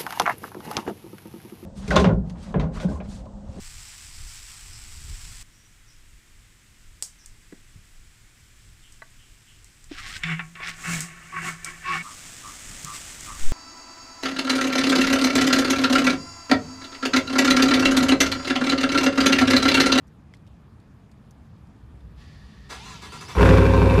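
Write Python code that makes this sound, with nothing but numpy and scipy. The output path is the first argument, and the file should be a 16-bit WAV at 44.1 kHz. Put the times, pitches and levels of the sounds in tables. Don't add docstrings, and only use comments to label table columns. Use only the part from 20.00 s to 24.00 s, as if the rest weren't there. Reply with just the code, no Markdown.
import sys
import numpy as np
from scipy import signal
from scipy.io import wavfile

SR = 44100
rng = np.random.default_rng(int(sys.argv[2]) if len(sys.argv) > 2 else 0)


def magnitude_from_level(level_db):
    exponent = np.asarray(level_db, float) / 20
    return 10 ** exponent


def master(y):
    cut = np.clip(np.atleast_2d(y).T, -1, 1)
    pcm = np.round(cut * 32767)
    wavfile.write(sys.argv[1], SR, pcm.astype(np.int16))


N = 176400
t = np.arange(N) / SR

# start_s, level_db, attack_s, hold_s, fall_db_per_s
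STROKES = [
    (2.686, -37.5, 0.019, 0.027, 160),
    (2.775, -45, 0.086, 0.058, 90),
    (3.013, -41, 0.0092, 0.039, 221),
    (3.115, -41, 0.0073, 0.042, 258),
    (3.203, -39.5, 0.0074, 0.017, 260),
    (3.276, -39, 0.0097, 0.03, 220),
]
# time_s, cycle_rate_hz, firing_strength_db
ENGINE = [
    (3.349, 11.0, -19),
    (3.362, 11.4, -3.5),
    (3.385, 11.7, -0.5),
    (3.40, 12.0, 4),
    (3.43, 12.3, 5),
    (3.5, 12.28, 5.5),
    (3.6, 12.28, 2.5),
    (3.74, 12.28, 1),
    (4, 12.28, 1.4),
]
# start_s, peak_db
POPS = [(3.351, -27), (3.3835, -15), (3.394, -18), (3.4087, -12), (3.4291, -7), (3.457, -8), (3.488, -13),
        (3.54, -15), (3.583, -17)]


def rms_one(x):
    return x / np.sqrt(np.mean(x ** 2) + 1e-20)


def in_time(rows):
    s, *columns = np.transpose(rows)
    return [np.interp(t, s, column) for column in columns]


def drift(rate_hz):
    r = np.exp(-2 * np.pi * rate_hz / SR)
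    wander = signal.lfilter([1], [1, -2 * r, r * r], rng.standard_normal(N + SR))
    return rms_one(wander[SR:])


FLICKER = drift(10.8)


def coloured(spectrum, patchy_db):
    out, edges = 0, 20 * 2 ** np.arange(0, 10, .5)
    white = rng.standard_normal((2, N))
    hz, db = np.transpose(spectrum)
    for k, (low, high) in enumerate(zip(edges, edges[1:])):
        level_db = np.interp(np.log(low * high) / 2, np.log(hz), db, left=-70)
        sos = signal.butter(2, [low, high], "band", fs=SR, output="sos")
        band = signal.sosfilt(sos, white[k % 2])
        out = out + magnitude_from_level(level_db + patchy_db * np.roll(FLICKER, 9001 * k)) * band
    return rms_one(out)


def peak(x, hz, width_hz):
    r = np.exp(-np.pi * width_hz / SR)
    poles = [1, -2 * r * np.cos(2 * np.pi * hz / SR), r * r]
    return signal.lfilter([(1 - r * r) / 2, 0, (r * r - 1) / 2], poles, x)


def hum(hz, width_hz):
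    return rms_one(peak(peak(rng.standard_normal(N), hz, width_hz), hz, width_hz))


def body(x, peaks):
    out = 0
    for k, (hz, width_hz, db) in enumerate(peaks):
        out = out + (-1) ** k * magnitude_from_level(db) * peak(x, hz, width_hz) * np.sqrt(SR / width_hz) / 2
    return out


def ring(clicks, hz, t60_s):
    r, w = magnitude_from_level(-60 / (t60_s * SR)), 2 * np.pi * hz / SR
    return signal.lfilter([0, np.sin(w)], [1, -2 * r * np.cos(w), r * r], clicks + 1e-18)


def puffs(times_s, gains, fall_s):
    clicks = np.zeros(N + SR)
    np.add.at(clicks, (np.asarray(times_s) * SR).astype(int), gains)
    return signal.lfilter([1], [1, -np.exp(-1 / (fall_s * SR))], clicks[:N] + 1e-18)


def traffic():
    # time_s, rumble_db
    swell = [
        (0, -49),
        (1.5, -48),
        (2.1, -47),
        (2.6, -48),
        (3.3, -43),
        (4, -35),
    ]
    # pitch_hz, level_db
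    wash = [(25, -16), (59, -1.5), (175, -2.5), (260, -14), (558, -25.5), (903, -23.5), (1760, -33),
            (7680, -49.5), (15000, -53.5)]
    level_db, = in_time(swell)
    passing = magnitude_from_level(-46) * np.exp(-((t - 2.33) / 0.69) ** 2)
    return magnitude_from_level(level_db) * coloured(wash, patchy_db=1.5) + passing * hum(59.4, 28)


def grit():
    # start_s, peak_db, pitch_hz
    ticks = [(0.0793, -68, 5700), (0.0712, -71, 7500), (0.3435, -62, 3300), (0.3458, -69, 4450),
             (0.35, -64, 2600), (0.368, -66, 4300), (0.466, -63, 3000), (0.474, -62, 3150),
             (0.7994, -67, 4530), (1.115, -62, 4440), (1.3085, -60, 6500), (1.671, -72, 5000),
             (2.006, -68, 3500)]
    # pitch_hz, level_db, t60_s
    pebble = [(2100, -37, .014), (3250, -42, .008), (5000, -41, .005), (7300, -49, .004)]
    tick_t60_s = 0.035
    white = rng.standard_normal(N)
    out = np.zeros(N)
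    for hz, db, t60_s in pebble:
        out += ring(puffs([.3386], [magnitude_from_level(db) / 2], 1 / SR), hz, t60_s)
    for s, db, hz in ticks:
        snap = puffs([s], [magnitude_from_level(db - 1)], tick_t60_s / np.log(1000)) * white
        out += ring(puffs([s], [magnitude_from_level(db) / 4], 1 / SR), hz, tick_t60_s / 2)
        out += 5.0 * peak(snap, hz, .15 * hz)
        out += 1.6 * peak(snap, 1.55 * hz, .2 * hz)
        out += 1.6 * peak(snap, hz, .9 * hz)
    return out


def pump():
    # pitch_hz, level_db_per_hz
    rush = [(700, -24), (1140, -14), (1500, -9.5), (1800, -13), (2300, -8.5), (4700, -11), (5600, -18),
            (12000, -32)]
    # pitch_hz, level_db
    motor_lines = [(1135, -73), (1704, -78), (5810, -80)]
    # pitch_hz, width_hz, level_db
    whirr = [(1717, 40, -68.5), (1830, 90, -65.5), (1926, 71, -70), (3517, 31, -73.5), (4440, 120, -73.5),
             (4850, 330, -75)]
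    on_s, rise_s, rush_db, surge_db, settle_s = 2.15, 0.064, -61.5, 4.0, .08
    tones = 0
    for hz, db in motor_lines:
        tones = tones + magnitude_from_level(db) * np.sqrt(2) * np.sin(2 * np.pi * hz * t + 1.3 * drift(2.3))
    for hz, width_hz, db in whirr:
        tones = tones + magnitude_from_level(db) * hum(hz, width_hz)
    on = np.clip((t - on_s) / rise_s, 0, 1)
    filling_db = surge_db * np.exp(-np.maximum(t - on_s - rise_s, 0) / settle_s)
    return on * magnitude_from_level(rush_db + filling_db) * coloured(rush, patchy_db=1.0) + on ** 3 * tones


def stroke_load():
    surges = []
    for s, db, rise_s, hold_s, fall in STROKES:
        falling_db = db - fall * np.maximum(t - s - rise_s - hold_s, 0)
        surges.append(magnitude_from_level(falling_db) * np.clip((t - s) / rise_s, 0, 1) ** 2)
    return np.max(surges, axis=0)


def shaft_groan():
    tones_hz, tones_db = [1314, 1064], [-9.5, -9.5]
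    starts_s = np.array(STROKES)[:, 0]
    since_s = t - starts_s[np.maximum(np.searchsorted(starts_s, t) - 1, 0)]
    pitch = 1 - 1.8 * np.clip(since_s, 0, .1) + 0.03036 * drift(59.7)
    angle = 2 * np.pi * np.cumsum(pitch) / SR
    out = 0
    for hz, db in zip(tones_hz, tones_db):
        out = out + magnitude_from_level(db + 2.3 * np.roll(FLICKER, hz * 9)) * np.sin(hz * angle)
    return out * (t > STROKES[2][0])


def gear_grind():
    # pitch_hz, level_db
    scrape = [(200, 6), (400, -16), (650, -20), (1200, 5.5), (2300, -16.5), (4000, -6.5), (9000, -16.5),
              (15500, -31)]
    # pitch_hz, width_hz, level_db
    housing = [(411, 57, -8), (761, 21.4, -12), (983, 41, -7.5), (1370, 16, -7), (1677, 4.2, -9),
               (1918, 29, -12.5), (2110, 41, -10.5), (2295, 34, -12), (2636, 58, -11), (3513, 34, -11),
               (3960, 54, -15.5), (4830, 190, -16), (6030, 44, -13.5), (7700, 530, -14.5)]
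    unevenness_db = 1.1 * rng.exponential(1, N // 20 + 1).repeat(20)[:N]
    teeth = rng.standard_normal(N) * magnitude_from_level(unevenness_db)
    grind = rms_one(coloured(scrape, patchy_db=1.5) + 1.3 * rms_one(body(teeth, housing)))
    late = np.clip((t - STROKES[3][0]) / .1, 0, 1)
    spit = coloured([(4000, -5), (7000, 2), (11000, -7), (15500, -14)], patchy_db=2.0)
    return grind + late * magnitude_from_level(-15) * spit


def brushes_and_mesh():
    # pitch_hz, level_db
    brush = [(700, -1), (2300, -35), (2800, -2), (5280, -6.5), (9510, -28), (15500, -34)]
    # time_s, mesh_hz, level_db
    mesh = [(2.74, 600, -62), (2.81, 870, -54), (2.86, 1030, -52), (2.9, 1060, -51), (2.96, 950, -55),
            (3.0, 900, -66), (3.085, 1020, -64), (3.105, 1100, -52), (3.125, 1190, -52), (3.14, 1060, -68),
            (3.175, 1090, -56), (3.19, 1200, -51), (3.215, 1270, -51), (3.235, 1170, -68),
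            (3.25, 1200, -50), (3.295, 1360, -52), (3.303, 1215, -66), (3.33, 1330, -50), (3.36, 1450, -51),
            (3.41, 1500, -68)]
    # multiple_of_mesh, level_db
    orders = [(1, 5), (2.7, -2), (3.3, -2), (4, 2), (5, -7), (6, -6), (7, -6), (8, -12), (10, -20),
              (12, -19), (2.4, -5), (3.7, -4), (4.5, -7), (5.6, -8), (6.6, -9), (9.2, -17)]
    hz, db = in_time(mesh)
    phase = 2 * np.pi * np.cumsum(hz * (1 + .013 * drift(143))) / SR
    breaks_db = 4 * np.clip(drift(70), -2, 1.5)
    slow = np.clip((3.06 - t) / 0.059, 0, 1)
    whine = 0
    for i, (multiple, order_db) in enumerate(orders):
        depth = .5 if multiple in (1, 4) else 1
        heard = 1 if i in (3, 7, 9) else slow
        level = magnitude_from_level(order_db + depth * np.roll(breaks_db, 7001 * i))
        whine = whine + heard * level * np.sin(multiple * phase)
    on = np.clip((t - STROKES[0][0]) / 0.015, 0, 1) * np.clip((mesh[-1][0] - t) / 0.011, 0, 1)
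    return on * (magnitude_from_level(-51.5) * coloured(brush, patchy_db=1.5) + magnitude_from_level(db) * whine)


def starter():
    return stroke_load() * (gear_grind() + shaft_groan()) + brushes_and_mesh()


def pipe_notes(shots_s, bank, strength):
    # pitch_hz, t60_s, gain_from_bank_0, gain_from_bank_1
    pipes = [(58, .28, -.082, -.141), (96.5, .28, -.002, .075), (138.6, .28, .041, .037),
             (176, .28, -.089, -.001), (259, .3, -.029, .023), (318.8, .28, -.02, .011),
             (403.4, .17, -.083, .03), (417.6, .15, .047, -.009), (461, .2, .004, -.027),
             (541, .28, .032, .006)]
    out = np.zeros(N)
    for hz, t60_s, first, second in pipes:
        clicks = np.zeros(N + SR)
        clicks[(shots_s * SR).astype(int)] = strength * np.where(bank > .5, second, first)
        out += ring(clicks[:N], hz, t60_s)
    return out


def tip_rasp(hiss_gate, pops, cracks, turns):
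    # pitch_hz, width_hz, level_db
    tips = [(663, 30, -11), (970, 120, -7.5), (1010, 140, -7), (1137, 20, -12), (1395, 43, -14.5),
            (1552, 33, -15), (1910, 560, -32), (2366, 60, -17), (2578, 71, -16), (3575, 82, -18),
            (4200, 600, -19), (5820, 160, -25)]
    # pitch_hz, width_hz, level_db
    throat = [(920, 300, -5), (1420, 230, -5), (2260, 440, -12)]
    repeat_share = .6
    habit = rng.standard_normal(3590)[(turns % 1 * 3590).astype(int)]
    white = repeat_share * habit + np.sqrt(1 - repeat_share ** 2) * rng.standard_normal(N)
    snaps = puffs([s for s, db in POPS], [magnitude_from_level(db - 5) for s, db in POPS], .00016)
    rasp = body((magnitude_from_level(-30) * hiss_gate + .1 * pops) * white + 5 * cracks, tips)
    return rasp + body(.8 * peak(pops * white, 1300, 2500) - 3 * snaps, throat)


def tip_bark(shots_s, fired, crack_db, force_db):
    # pitch_hz, level_db, t60_s
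    bark = [(945, -26, .07), (1040, -26, .07), (1550, -32, 0.048), (2360, -37, .05), (2600, -36, .05)]
    out = np.zeros(N)
    for hz, db, t60_s in bark:
        chance_db = 2.15 * rng.standard_normal(len(shots_s))
        gains = fired * magnitude_from_level(db + .6 * crack_db + chance_db + np.minimum(force_db, 0))
        out += ring(puffs(shots_s, gains, 1 / SR), hz, t60_s)
    return out


def exhaust_gush(hiss_gate, pops, running, force_db):
    # pitch_hz, level_db
    gush = [(350, -50), (600, 2.5), (953, -2), (1270, -6), (2370, -8.5), (3030, -15), (3570, -19),
            (15500, -33)]
    steady = running * magnitude_from_level(1.8 * np.maximum(force_db, 1))
    level = magnitude_from_level(-38) * (.5 * hiss_gate + steady) + .025 * pops
    return level * coloured(gush, patchy_db=1.0)


def engine():
    # bank, header_delay_ms, strength_db, crack_db
    cylinders = [(0, .22, -6, -11), (1, 2.79, -.1, -11), (0, .92, 6, 2.5), (1, .62, 3.8, -.5),
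                 (1, 1.52, -2.9, -9), (0, 1.38, 3.8, -9), (1, 1.83, 6, -3), (0, 1.66, -.9, -7)]
    uneven_db, jitter_ms, rasp_follows = 1.4, .12, 1.3
    rate_hz, force_db = in_time(ENGINE)
    turns = np.cumsum(rate_hz) / SR
    turns = turns - np.interp(3.959, t, turns)

    count = np.arange(-80, 5)
    bank, delay_ms, strength_db, crack_db = np.array(cylinders)[count % 8].T
    chance = rng.standard_normal((len(count), 3))
    shots_s = np.interp(count / 8, turns, t) + (delay_ms + jitter_ms * chance[:, 0]) / 1000
    fired = shots_s > ENGINE[0][0]
    shot_force_db = np.interp(shots_s, t, force_db)
    strength = fired * magnitude_from_level(strength_db + shot_force_db + uneven_db * chance[:, 1])
    uneven_crack_db = crack_db + uneven_db * chance[:, 2]

    running = np.clip((t - ENGINE[0][0]) / 0.0066, 0, 1)
    hiss_gate = puffs(shots_s, fired * magnitude_from_level(uneven_crack_db + rasp_follows * shot_force_db), 0.0064)
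    hiss_gate = hiss_gate + 0.22 * running * magnitude_from_level(rasp_follows * force_db)
    pops = puffs([s for s, db in POPS], [magnitude_from_level(db + 3) for s, db in POPS], 0.0045)
    cracks = -puffs(shots_s, fired * magnitude_from_level(uneven_crack_db - 24), .0001)

    out = pipe_notes(shots_s, bank, strength)
    out += tip_rasp(hiss_gate, pops, cracks, turns)
    out += tip_bark(shots_s, fired, crack_db, shot_force_db)
    out += exhaust_gush(hiss_gate, pops, running, force_db)
    out += ring(puffs([3.378], [magnitude_from_level(-8) / 100], .0018), 62, .25)
    shell = [(46.2, 92, -7.0), (169, 69, -2.5), (401, 54, 0.5), (527.7, 22, -1.5)]  # Hz, width Hz, dB
    rumble = rms_one(body(rng.standard_normal(N), shell))
    return out + magnitude_from_level(-23 + force_db) * running * rumble


def wall_echoes(roar):
    # delay_s, level_db
    walls = [
        (.023, -10),
        (.047, -11),
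        (.081, -6),
    ]
    upper = signal.sosfilt(signal.butter(2, [700, 5000], "band", fs=SR, output="sos"), roar)
    return sum(magnitude_from_level(db) * np.r_[np.zeros(int(lag_s * SR)), upper][:N] for lag_s, db in walls)


def scene():
    roar = engine()
    return (traffic() + grit() + pump() + starter() + roar + wall_echoes(roar))[None]


def band_limit(x):
    return signal.sosfilt(signal.butter(12, 15780, fs=SR, output="sos"), x)


def record(dry):
    dry = signal.sosfilt(signal.butter(2, 38, "high", fs=SR, output="sos"), dry)
    rounded = 0.78 * np.tanh(dry / 0.8)
    mix = signal.sosfilt(signal.butter(2, 13000, fs=SR, output="sos"), rounded)
    return band_limit(mix)


dry = scene()
out = record(dry)
master(out)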